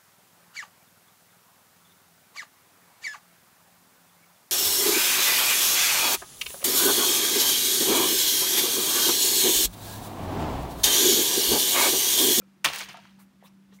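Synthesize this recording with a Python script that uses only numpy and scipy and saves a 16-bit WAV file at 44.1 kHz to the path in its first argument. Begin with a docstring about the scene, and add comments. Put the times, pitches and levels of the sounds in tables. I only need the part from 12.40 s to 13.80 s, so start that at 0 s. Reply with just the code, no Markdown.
"""In a workshop a small hard object drops onto a wooden bench among loose parts, clatters and settles.
Each blow is a crack, a bright tick and a short ring that sets the bench modes ringing; soft notes tap
along. Loose parts rattle as dense grains, pitched clinks and a thin high ring. Someone steps with three
soft scuffs of gliding friction noise. A motor hums low as a wavering sine over steady noise."""
import sys
import numpy as np
from scipy import signal
from scipy.fft import rfft, irfft
from scipy.io import wavfile

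SR = 44100
rng = np.random.default_rng(int(sys.argv[2]) if len(sys.argv) > 2 else 0)


def unload_wav(signal):
    """Save mono or channel-first audio to the path in sys.argv[1] as 16-bit WAV at rate SR, clipped to [-1, 1]."""
    wavfile.write(
        sys.argv[1],
        SR,
        np.round(np.clip(np.atleast_2d(signal).T, -1, 1) * 32767).astype(np.int16),
    )


def attenuation_scalar(level_db):
    """Turn a level in dB into a linear amplitude multiplier (20 dB per decade)."""
    decades = np.asarray(level_db, float) / 20
    return 10 ** decades


N = 61739  # length in samples, 1.4 s


def rms_one(x):
    """Scale to rms 1."""
    return x / np.sqrt(np.mean(x ** 2) + 1e-20)


def in_time(rows):
    """Table columns as lines in time, -120 dB outside the table."""
    s, *columns = np.transpose(rows)
    t = np.arange(N) / SR
    return [np.interp(t, s, column, left=-120, right=-120) for column in columns]


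def ring(clicks, hz, t60):
    """Damped two-pole resonator: a unit click sets a sine of height 1 ringing."""
    r, w = attenuation_scalar(-60 / (t60 * SR)), 2 * np.pi * hz / SR
    return signal.lfilter([0, np.sin(w)], [1, -2 * r * np.cos(w), r * r], clicks + 1e-18)


def cut(x, hz, kind):
    """Butterworth filter."""
    return signal.sosfilt(signal.butter(2, hz, kind, fs=SR, output="sos"), x)


def colour(x, spectrum):
    """Give a dense sound a spectrum, drawn over log frequency; rms 1."""
    hz, db = np.transpose(spectrum)
    f = np.maximum(np.arange(N // 2 + 1) * SR / N, 1)
    gain = attenuation_scalar(np.interp(np.log(f), np.log(hz), db))
    return rms_one(irfft(rfft(x) * gain, N))


def blows():
    """Each impact gives a noisy crack, a bright tick, a short ring of its own and the bench modes."""
    # blows of the object:
    # (time [s], level [dB], pitch of its short ring [Hz], tick level relative to the blow [dB])
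    blow_rows = [(0.2422, -30, 5000, -12), (0.2447, -13, 2500, -9), (0.2468, -9.5, 1800, -12),
                 (0.2507, -7, 3160, -11), (0.2522, -8, 2270, -13), (0.2567, -12.5, 1790, -23),
                 (0.259, -5.5, 3100, -15), (0.2619, -16.5, 3460, -20.5), (0.2635, -12, 900, -14),
                 (0.267, -30, 1150, -11), (.269, -15, 900, -33), (0.2725, -30, 2640, -24),
                 (.3005, -22.5, 750, -30.5), (0.306, -30, 3000, -35), (.3345, -23, 4500, -14),
                 (.3444, -26, 4500, -12), (.3483, -25, 4500, -9), (.3602, -20, 2400, -6),
                 (.378, -30, 2720, -22), (0.3853, -24, 5560, -8), (0.3905, -25, 5000, -6),
                 (.394, -25, 3100, -28), (0.4052, -23, 2700, -18), (.4093, -23, 2600, -12),
                 (0.424, -33.5, 2220, -9), (.445, -34, 3160, -7), (.487, -39, 1200, -7),
                 (0.4932, -38, 2800, -14), (0.531, -48, 2820, -2), (0.5428, -36, 1700, -16),
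                 (0.5712, -35, 1900, -24), (0.5716, -46, 6000, -20), (0.5765, -42, 2940, -30),
                 (0.653, -38, 1300, -40), (0.6545, -45, 2600, -40)]
    # modes of bench and parts: (frequency [Hz], relative level [dB], t60 [s])
    body_modes = [(752, -24, .06), (900, -14, .06), (1078, -14, .05), (1318, -13, .04), (1590, -16, .05),
                  (1800, -10, .05), (2276, -9, .045), (2620, -13, .03), (3010, -14, .04), (3156, -9, .05),
                  (3280, -15, .04), (3724, -16, .04), (3965, -16, .04), (4300, -19, .04), (6150, -3, .006)]
    tick_gain_db, tick_decay_s, tick_low_hz = 1.5, 0.0011, 6000
    ring_db, ring_cycles = -1.5, 8  # the ring falls 60 dB in this many cycles
    crack_db, crack_decay_s = -3.5, 0.002
    crack_low, crack_high = 0.45, 1.88  # band edges as shares of the blow's pitch
    body_db, body_spread_db = -14, 4
    dull_db_per_octave = 6.5  # modes above the blow's pitch are struck less
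    low_cut_hz = 500

    s, db, hz, tick_db = np.transpose(blow_rows)
    at = (s * SR).astype(int)
    spread = rng.standard_normal((len(s), len(body_modes)))

    def train(level_db):
        """One click at each blow."""
        clicks = np.zeros(N)
        clicks[at] = attenuation_scalar(level_db)
        return clicks

    tick_clicks = train(db + tick_db + tick_gain_db) + 1e-18
    tick_envelope = signal.lfilter([1], [1, -np.exp(-1 / (tick_decay_s * SR))], tick_clicks)
    out = cut(rng.standard_normal(N) * tick_envelope, tick_low_hz, "high")

    t = np.arange(SR // 20) / SR
    noises = rng.standard_normal((len(s), len(t)))
    for i, level_db, f, noise in zip(at, db, hz, noises):
        own_ring = attenuation_scalar(level_db + ring_db - 60 * t * f / ring_cycles) * np.sin(2 * np.pi * f * t)
        burst = attenuation_scalar(level_db + crack_db) * np.exp(-t / crack_decay_s) * noise
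        crack = cut(burst, [crack_low * f, crack_high * f], "band")
        out[i:i + len(t)] += own_ring + crack

    for k, (f, mode_db, t60) in enumerate(body_modes):
        dull_db = dull_db_per_octave * np.maximum(np.log2(f / hz), 0)
        struck_db = db + body_db + mode_db - dull_db + body_spread_db * spread[:, k]
        out += (-1) ** k * ring(train(struck_db), f, t60)
    return cut(cut(out, low_cut_hz, "high"), low_cut_hz, "high")


def taps():
    """Soft taps: single damped sines with a rounded start."""
    # (time [s], level before rounding and decay [dB], pitch [Hz], rise time constant [s], t60 [s])
    tap_rows = [(0.019, -48.5, 1320, 0.00056, 0.026), (0.017, -56, 2400, .002, 0.052),
                (0.024, -52.5, 513, 0.003, 0.064), (0.253, -44, 72, .02, 0.26),
                (.258, -41, 150, .005, 0.22), (.41, -58.5, 68, 0.0098, 0.62), (.256, -36, 290, .006, .13),
                (.258, -24, 730, 0.003, 0.049), (.26, -39, 477, .003, 0.12), (.254, -29, 905, 0.0023, 0.06),
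                (.406, -34, 724, 0.0037, 0.036), (.48, -51, 140.3, 0.011, 0.56),
                (.5432, -29, 726, 0.003, 0.03), (.543, -37, 1210, 0.0007, 0.025),
                (.547, -38, 915, .003, 0.07), (.62, -47, 138.6, 0.017, 0.17),
                (.572, -38, 700, 0.001, 0.025), (.572, -45, 1350, .001, .06), (.584, -35, 700, 0.004, 0.03),
                (.59, -42, 930, .002, .04), (0.653, -44, 1000, 0.0005, 0.025),
                (1.026, -35.5, 704, 0.00041, 0.0091), (1.038, -47, 520, 0.0012, 0.025),
                (1.322, -48.5, 1850, 0.0042, 0.034), (1.324, -47, 420, 0.0021, 0.03),
                (1.387, -43.5, 2140, 0.0028, 0.024)]
    out, t = np.zeros(N), np.arange(SR // 3) / SR
    for s, db, hz, rise, t60 in tap_rows:
        i = int(s * SR)
        envelope = attenuation_scalar(db - 60 * t / t60) * (1 - np.exp(-t / rise))
        note = envelope * np.sin(2 * np.pi * hz * t)
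        out[i:i + len(t)] += note[:N - i]
    return out


def rattle():
    """Dense tiny contacts of loose parts, pitched clinks among them, and a thin high ring."""
    # loose parts: (time [s], level [dB], treble level [dB])
    rattle_levels = [(.245, -28.5, -24), (.262, -27, -37.5), (.285, -33.5, -41.5), (.325, -44, -48.5),
                     (.34, -38, -45), (.37, -40, -44.5), (.395, -44.5, -43.5), (.415, -36.5, -46),
                     (.44, -47, -50), (.48, -53, -65), (.492, -42.5, -54.5), (.535, -53.5, -61.5),
                     (.56, -50, -75), (.6, -60, -70.5), (.66, -59.5, -72), (.74, -69.5, -79),
                     (.84, -81, -86.5)]
    # spectra of the body and the treble of the rattle: (frequency [Hz], relative density [dB per Hz])
    body_colour = [(150, -42.5), (300, -4.5), (480, -2.5), (750, 2.5), (1100, 5), (1800, 6), (2900, 5),
                   (4500, -4), (6500, -17.5), (9000, -35)]
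    treble_colour = [(3530, -33), (6000, -4), (7770, -13.5), (9010, -7), (10400, -14.5), (16000, -14.5)]
    # thin high ring: (time [s], level [dB])
    thin_levels = [(.32, -70), (.335, -46), (.4, -64), (.42, -59)]
    grains_per_s, grain_spread_db = 22000, 0.5
    clinks_per_s, clink_low_hz, clink_high_hz = 900, 2600, 6500
    clink_cycles, clink_db = 24, 1  # a clink falls 60 dB in this many cycles
    thin_hz, thin_half_width_hz = 15610, 25

    db, treble_db = in_time(rattle_levels)
    contacts = rng.random(N) < grains_per_s / SR
    strength = attenuation_scalar(grain_spread_db * np.minimum(rng.exponential(1, N), 4))
    grains = contacts * strength * rng.standard_normal(N)

    hits = (rng.random(N) < clinks_per_s / SR) * rng.standard_normal(N)
    dealt = rng.integers(0, 20, N)  # which of 20 pitches each hit sounds
    clinks = np.zeros(N)
    for k, hz in enumerate(np.geomspace(clink_low_hz, clink_high_hz, num=20)):
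        clinks += ring(hits * (dealt == k), hz, clink_cycles / hz)

    thin_band = [thin_hz - thin_half_width_hz, thin_hz + thin_half_width_hz]
    thin = rms_one(cut(rng.standard_normal(N), thin_band, "band"))

    out = attenuation_scalar(db) * colour(grains, body_colour)
    out += attenuation_scalar((db + treble_db) / 2 + clink_db) * rms_one(clinks)
    # the grains shifted by half a second serve as separate treble grains
    out += attenuation_scalar(treble_db) * colour(np.roll(grains, SR // 2), treble_colour)
    return out + attenuation_scalar(in_time(thin_levels)[0]) * thin


def scuffs():
    """Friction: noise through resonators that glide in pitch, with a swell of hiss at each scuff."""
    # friction bands: (time [s], level [dB], centre at start [Hz], centre at end [Hz], rise [s], fall [s],
    # width of each of two resonators in series [share of centre])
    friction_bands = [(0.777, -61, 883, 1136, 0.016, 0.066, 0.83),
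                      (0.785, -68.5, 4270, 3900, 0.0084, 0.043, 0.38),
                      (0.791, -68, 2260, 1948, 0.013, 0.051, 0.44),
                      (1.002, -66, 1800, 1480, 0.015, 0.11, 0.78),
                      (1.033, -54.5, 880, 1050, 0.019, 0.022, 0.26),
                      (1.055, -65.5, 1000, 1150, .01, 0.067, 0.31),
                      (1.028, -63, 3260, 4250, 0.029, 0.039, 0.18),
                      (1.055, -67, 5360, 5400, 0.024, .018, 0.32),
                      (1.053, -59.5, 2640, 2850, 0.011, 0.028, 0.26),
                      (1.299, -67, 2460, 4500, 0.034, 0.055, 0.77),
                      (1.313, -65, 833, 1200, 0.015, 0.042, 1.05),
                      (1.331, -67.5, 6100, 7000, 0.012, 0.055, 0.37)]
    # hiss of each scuff: (time [s], level [dB], rise [s], fall [s])
    hiss_rows = [(0.783, -59, 0.02, 0.065), (1.027, -59.5, 0.026, 0.055), (1.32, -66.5, 0.03, 0.06)]
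    hiss_low_hz = 7590
    block = 128  # samples between steps of the glide
    out, t = np.zeros(N), np.arange(N) / SR

    def swell(start, rise, fall):
        """Rounded rise and fall between 0 and 1."""
        line = np.minimum((t - start) / rise, 1 - (t - start - rise) / fall)
        return np.sin(0.5 * np.pi * np.clip(line, 0, 1)) ** 2

    hiss = rms_one(cut(rng.standard_normal(N), hiss_low_hz, "high"))
    for start, db, rise, fall in hiss_rows:
        out += attenuation_scalar(db) * swell(start, rise, fall) * hiss

    for start, db, from_hz, to_hz, rise, fall, width in friction_bands:
        noise, band, state = rng.standard_normal(N), np.zeros(N), np.zeros((2, 2))
        length = rise + fall
        for i in range(int(start * SR), min(N, int((start + length) * SR)), block):
            f = from_hz * (to_hz / from_hz) ** ((i / SR - start) / length)
            r = np.exp(-np.pi * width * f / SR)
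            g = (1 - r * r) / 2
            resonator = [g, 0, -g, 1, -2 * r * np.cos(2 * np.pi * f / SR), r * r]
            source = noise[i:i + block] / np.sqrt(g / 2)  # keeps the level even across widths
            band[i:i + block], state = signal.sosfilt([resonator] * 2, source, zi=state)
        out += attenuation_scalar(db) * swell(start, rise, fall) * band
    return out


def hum():
    """A low motor tone: a sine of fixed pitch whose level wavers."""
    # (time [s], rms level [dB])
    hum_levels = [(0.0, -54), (0.05, -59), (0.124, -56), (0.202, -72.5), (0.264, -46.5), (0.294, -69),
                  (0.4, -57.5), (0.494, -57), (0.536, -60.5), (0.668, -57.5), (0.762, -54), (0.886, -57.5),
                  (0.934, -65), (1.0, -56), (1.034, -59.5), (1.148, -55), (1.272, -57.5), (1.334, -52),
                  (1.366, -54), (1.4, -54)]
    hum_hz = 194.3
    tone = np.sqrt(2) * np.sin(2 * np.pi * hum_hz * np.arange(N) / SR)
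    return attenuation_scalar(in_time(hum_levels)[0]) * tone


def room(x):
    """Reverberation: ten parallel feedback delays, duller on every round."""
    t60_s, wall_cut_hz = 0.26, 8200  # t60 of the lows; one-pole loss of treble
    out, dull = np.zeros(N), np.exp(-2 * np.pi * wall_cut_hz / SR)
    lags = (np.geomspace(0.009, 0.041, 10) * SR).astype(int)  # delays from 9 to 41 ms
    for k, lag in enumerate(lags):
        loop, state = x.copy(), [0.]
        gain = attenuation_scalar(-60 * lag / SR / t60_s)
        for i in range(lag, N, lag):
            back, state = signal.lfilter([gain * (1 - dull)], [1, -dull], loop[i - lag:i], zi=state)
            loop[i:i + lag] += back[:N - i]
        out += (loop - x) * (-1) ** k  # only the echoes, in alternating sign
    return out


def room_air():
    """Steady background: white noise given the spectrum of the room."""
    # (frequency [Hz], relative density [dB per Hz])
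    air_colour = [(15, -50), (25, -37), (70, -20), (100, -27.5), (145, -14.5), (195, -14), (280, -21),
                  (354, -22), (430, -34), (575, -32), (1300, -32.5), (3250, -39), (7000, -45), (16000, -50)]
    level_db = -62.5
    return attenuation_scalar(level_db) * colour(rng.standard_normal(N), air_colour)


def scene():
    """Object, loose parts and steps with their reverberation, over motor and room air."""
    reverb_db = -19.5
    near = blows() + taps() + rattle() + scuffs()
    mix = near + attenuation_scalar(reverb_db) * room(near) + hum() + room_air()
    return mix[None]  # one channel


def low_pass(x):
    """Removes everything above the highest recorded frequency."""
    return signal.sosfilt(signal.butter(12, 16820, fs=SR, output="sos"), x)


def record(dry):
    """The microphone loses the deep bass, then a steep low-pass cuts the top."""
    mic_low_hz, top_hz = 40.4, 15750
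    dry = cut(cut(dry, mic_low_hz, "high"), mic_low_hz, "high")
    steep = signal.ellip(12, 0.5, 70, top_hz, fs=SR, output="sos")  # 0.5 dB ripple, 70 dB stop
    finished = signal.sosfilt(steep, dry)
    return low_pass(finished)


dry = scene()
out = record(dry)
unload_wav(out)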